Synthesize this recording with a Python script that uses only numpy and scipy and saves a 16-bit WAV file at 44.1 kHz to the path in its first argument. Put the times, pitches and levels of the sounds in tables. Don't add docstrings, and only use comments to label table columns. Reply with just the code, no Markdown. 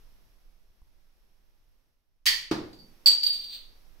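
import sys
import numpy as np
from scipy import signal
from scipy.fft import rfft, irfft
from scipy.io import wavfile

SR = 44100
rng = np.random.default_rng(int(sys.argv[2]) if len(sys.argv) > 2 else 0)


def transcribe(signal):
    frames = np.atleast_2d(signal).T
    limited = np.clip(frames, -1, 1)
    pcm = np.round(limited * 32767).astype(np.int16)
    wavfile.write(sys.argv[1], SR, pcm)


N = 4 * SR
TAIL = np.arange(SR) / SR


def undb(db):
    return 10 ** (np.asarray(db) / 20)


def on_log(points, hz):
    freqs, values = np.array(points, float).T
    return np.interp(np.log(np.maximum(hz, 1)), np.log(freqs), values)


def fader(points, column=1):
    rows = np.array(points, float)
    return undb(np.interp(np.arange(N) / SR, rows[:, 0], rows[:, column]))


def unit(x):
    return x / np.sqrt(np.mean(x ** 2, axis=-1, keepdims=True))


def pan(db):
    return undb(np.array([[db], [-db]]) / 2)


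def add(out, sound, at, db, pan_db=0):
    start = int(at * SR)
    placed = unit(sound[:, :SR]) * undb(db) * pan(pan_db)
    out[:, start:start + SR] += placed[:, :N - start]


def click(colour):
    cepstrum = irfft(np.log(undb(on_log(colour, np.arange(SR // 2 + 1)))))
    cepstrum[1:SR // 2] *= 2
    cepstrum[SR // 2 + 1:] = 0
    return irfft(np.exp(rfft(cepstrum)))[:SR // 10]


def ring(modes, contact_s=0.00097):
    attack = (1 - np.exp(-TAIL / contact_s)) ** 2
    return attack * sum(undb(db - 60 * TAIL / t60) * np.cos(2 * np.pi * hz * TAIL)
                        for hz, db, t60 in modes)


def stereo_noise(n, likeness):
    hz = np.fft.rfftfreq(n, 1 / SR)
    mid, side = rfft(rng.standard_normal((2, n)))
    alike = on_log(likeness, hz)
    mid, side = mid * np.sqrt((1 + alike) / 2), side * np.sqrt((1 - alike) / 2)
    return hz, np.array([mid + side, mid - side])


# f/Hz, face-struck level/dB, rim-struck level/dB, t60/s
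CAP_MODES = [(4450, -14, -9, .05), (4545, -1, -4, .06), (4612, 0, -3, .08), (4645, -10, 0, .1),
             (4770, -8, -18, .05), (8020, -26, -48, .12), (8540, -45, -15, .05), (13140, -20, -17, .04),
             (14650, -22, -18, .02)]
def cap_ring(rim, decay_scale=1):
    return ring([(hz, face_db + rim * (rim_db - face_db), t60 * decay_scale)
                 for hz, face_db, rim_db, t60 in CAP_MODES])


# f/Hz, level/dB
FACE_COLOUR = [(40, -24), (130, -22.5), (230, -15), (470, -9.5), (620, -18.5), (950, -7.5), (1400, -12.5),
               (2400, -4), (3600, 3.5), (4700, 8), (5400, -6.5), (7500, -5.5), (10000, -13), (15000, -13.5)]
RIM_COLOUR = [(60, -37.5), (300, -26), (1000, -28), (2200, -18.5), (3400, -4), (4650, 4), (5150, -29.5),
              (6000, -20), (7200, -29), (8100, -18), (8550, -15.5), (9200, -37.5), (12500, -30.5),
              (13200, -15.5), (13900, -21.5), (14800, -16.5)]
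# t/s, ring level/dB, click level/dB, rim share/0-1, pan L-R/dB
CAP_HITS = [(2.729, -71.5, -75, 0.2, 1.5), (2.788, -68, -88, 0.2, 0), (3.059, -27, -46.5, 0.03, -0.5),
            (3.065, -30.5, -39, 0.04, -0.5), (3.232, -37, -50, 0.41, 0), (3.264, -36, -48.5, 0.94, -1.5),
            (3.330, -52.5, -59.5, 0.3, 3)]
CAP_RING_DIRECT_DB, CAP_CONTACT_MIX = -5.5, dict(direct_db=-19.5, early_db=-2.5)
def cap_hits():
    out = np.zeros((2, N))
    face_click, rim_click = unit(click(FACE_COLOUR)), unit(click(RIM_COLOUR))
    for at, ring_db, click_db, rim, pan_db in CAP_HITS:
        add(out, room(cap_ring(rim), CAP_RING_DIRECT_DB, early_db=2.5), at, ring_db, pan_db)
        contact = (1 - rim) * face_click + rim * rim_click
        add(out, room(contact, **CAP_CONTACT_MIX), at, click_db, pan_db)
    return out


# t/s, ring level/dB, rattle level/dB
WOBBLE_LEVELS = [(3.27, -43, -35), (3.37, -36, -49), (3.44, -48, -46.5), (3.49, -34, -40),
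                 (3.535, -62, -37.5), (3.56, -64, -56.5), (3.61, -58.5, -70), (3.66, -94, -87.5)]
def cap_wobble(start_hz=55.4, end_hz=170, scatter_db=7.5, timing_jitter=0.26):
    out, taps = np.zeros((2, N)), np.zeros(N)
    start, end = WOBBLE_LEVELS[0][0], WOBBLE_LEVELS[-1][0]
    at = start
    for gap, size in rng.standard_normal((200, 2)):
        if at < end:
            rate = np.interp(at, [start, end], [start_hz, end_hz])
            taps[int(at * SR)] = undb(scatter_db * size) / np.sqrt(rate)
            at += np.exp(timing_jitter * gap) / rate
    for tap_sound, column in (cap_ring(rim=0.94), 1), (click(RIM_COLOUR), 2):
        force = fader(WOBBLE_LEVELS, column)
        chatter = signal.fftconvolve(taps * force, tap_sound)[:N]
        rms = np.sqrt(np.sum(force[int(start * SR):int(end * SR)] ** 2) / N)
        out += rms * unit(room(chatter, **CAP_CONTACT_MIX)[:, :N])
    return out


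# t/s, level/dB
SNAP_CLICKS = [(2.2570, -44.5), (2.261, -42), (2.2635, -38), (2.2660, -41.5), (2.2706, -41.5),
               (2.2820, -48)]
# f/Hz, level/dB
SNAP_COLOUR = [(25, -13), (55, -20.5), (110, -30.5), (220, -33), (450, -26), (620, -32), (1120, -14),
               (1400, -17), (1900, -4), (2600, -5), (4500, -2), (5600, -5.5), (7400, -13.5), (10000, -16.5),
               (15000, -17)]
# f/Hz, level/dB, t60/s
LAUNCHER_MODES = [(1820, -2, .07), (1930, 0, .065), (2085, -6, .06), (2315, -7, .06), (3040, -5, .06),
                  (3180, -1, .06), (3440, -6, .05), (4270, -2, .04)]
# t/s, level/dB
CAP_RELEASE = [(2.266, -40.5), (2.282, -38.5)]
def launcher(direct_db=-14.5, early_db=-3.5, pan_db=-0.5):
    out = np.zeros((2, N))
    snap, body = click(SNAP_COLOUR), ring(LAUNCHER_MODES)
    for at, db in SNAP_CLICKS:
        add(out, room(snap, direct_db, early_db), at, db, pan_db)
        add(out, room(body, direct_db, early_db), at, db - 5, pan_db)
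    held_cap = cap_ring(rim=0, decay_scale=0.45)
    for at, db in CAP_RELEASE:
        add(out, room(held_cap, CAP_RING_DIRECT_DB, early_db), at, db, pan_db)
    return out


# f/Hz, level/dB
THUD_COLOUR = [(20, -40), (45, -20), (70, -7), (130, -13), (330, -1.5), (620, -8), (1200, -6), (3000, -17),
               (4700, -12), (7300, -29.5), (14500, -38)]
# f/Hz, level/dB, t60/s
PANEL_MODES = [(70.3, -23, .6), (137.9, -17, 0.3), (211, -11.5, .18), (293, -29.5, .08), (318, 5, .08),
               (340, -4, 0.109), (387.5, -13.5, 0.23), (424.1, -19.5, .2), (870, -9, .05),
               (1122, -11, 0.039)]
def panel_thud(at=2.5125):
    out = np.zeros((2, N))
    add(out, room(click(THUD_COLOUR), direct_db=-18, early_db=-2.5), at, db=-44.5)
    add(out, room(ring(PANEL_MODES), direct_db=9, early_db=-2.5), at, db=-39, pan_db=-1.5)
    return out


# f/Hz, t60/s
ROOM_T60 = [(60, .9), (200, 0.97), (330, 0.56), (500, 0.69), (1100, 0.43), (2200, 0.45), (4500, 0.43),
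            (8000, .35), (15000, .3)]
# f/Hz, L-R correlation (1 is mono)
STEREO_LIKENESS = [(200, 0.86), (340, 0.82), (480, 0.21), (1200, 0.07), (4500, 0.058), (8000, 0.67),
                   (15000, 0.51)]
def room(sound, direct_db, early_db, build_s=0.0018, early_s=0.012):
    hz, noise = stereo_noise(SR, STEREO_LIKENESS)
    centres, t60s = zip(*ROOM_T60)
    tail = np.zeros((2, SR))
    for weights, t60 in zip(np.eye(len(centres)), t60s):
        band = irfft(noise * on_log(list(zip(centres, weights)), hz))
        tail += band * undb(-60 * TAIL / t60)
    tail *= 1 - np.exp(-TAIL / build_s)
    _, early_noise = stereo_noise(SR, STEREO_LIKENESS)
    early = irfft(early_noise) * np.exp(-TAIL / early_s)
    response = (unit(tail) + undb(early_db) * unit(early)) / np.sqrt(SR)
    response[:, 0] += undb(direct_db)
    return signal.fftconvolve(sound[None], response)


# f/Hz, level/dB
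BUMP_COLOUR = [(20, 7), (60, 4), (150, -19.5), (600, -39.5), (1100, -23.5), (1700, -59), (5000, -50.5)]
# t/s, level/dB
BUMPS = [(.818, -68.5)]
def handling_bump():
    out = np.zeros((2, N))
    for at, db in BUMPS:
        add(out, room(click(BUMP_COLOUR), direct_db=13.5, early_db=-10), at, db)
    return out


# f/Hz, level/dB
HISS_COLOUR = [(40, 3.5), (100, 4.5), (250, 3), (550, 2.5), (1500, -3), (4500, -6.5), (5600, -4),
               (7000, -16), (9000, -16), (12000, -7.5), (15000, -15)]
RUMBLE_COLOUR = [(5, -8.5), (15, -1.5), (26, -4), (42, -16), (80, -25.5), (200, -40), (600, -87)]
# t/s, level/dB
HISS_LEVEL = [(0, -66.5), (.7, -73.5), (1.2, -73), (1.8, -76), (2.05, -83.5), (2.24, -83.5), (2.65, -65.5),
              (3.3, -64), (4, -66.5)]
RUMBLE_LEVEL = [(0, -53.5), (.8, -59), (1.3, -62), (1.75, -61.5), (2.049, -72.5), (2.4, -57.5), (3.1, -60),
                (3.9, -54.5)]
# f/Hz, L-R correlation
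RUMBLE_LIKENESS = [(20, 0.35), (70, 0.46)]
def room_tone():
    out = np.zeros((2, N))
    for colour, level, likeness in [(HISS_COLOUR, HISS_LEVEL, STEREO_LIKENESS),
                                    (RUMBLE_COLOUR, RUMBLE_LEVEL, RUMBLE_LIKENESS)]:
        hz, noise = stereo_noise(N, likeness)
        bed = irfft(noise * undb(on_log(colour, hz)))
        out += unit(bed) * fader(level)
    return out


def scene():
    action = launcher() + panel_thud() + cap_hits() + cap_wobble()
    background = room_tone() + handling_bump()
    return action + background * pan(-1.5)


# f/Hz, L-R/dB
MIC_BALANCE = [(30, -4), (80, 1), (200, 2), (380, -1), (700, 1), (1300, 0), (2400, -1), (4400, -1.5),
               (8100, -2.5), (13500, 2)]
def record(dry, top_hz=15700):
    balance_db = on_log(MIC_BALANCE, np.fft.rfftfreq(N, 1 / SR))
    coloured = irfft(rfft(dry) * undb(np.array([balance_db, -balance_db]) / 2))
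    low_pass = signal.ellip(10, .2, 80, top_hz, fs=SR, output="sos")
    return signal.sosfilt(low_pass, coloured)


dry = scene()
out = record(dry)
transcribe(out)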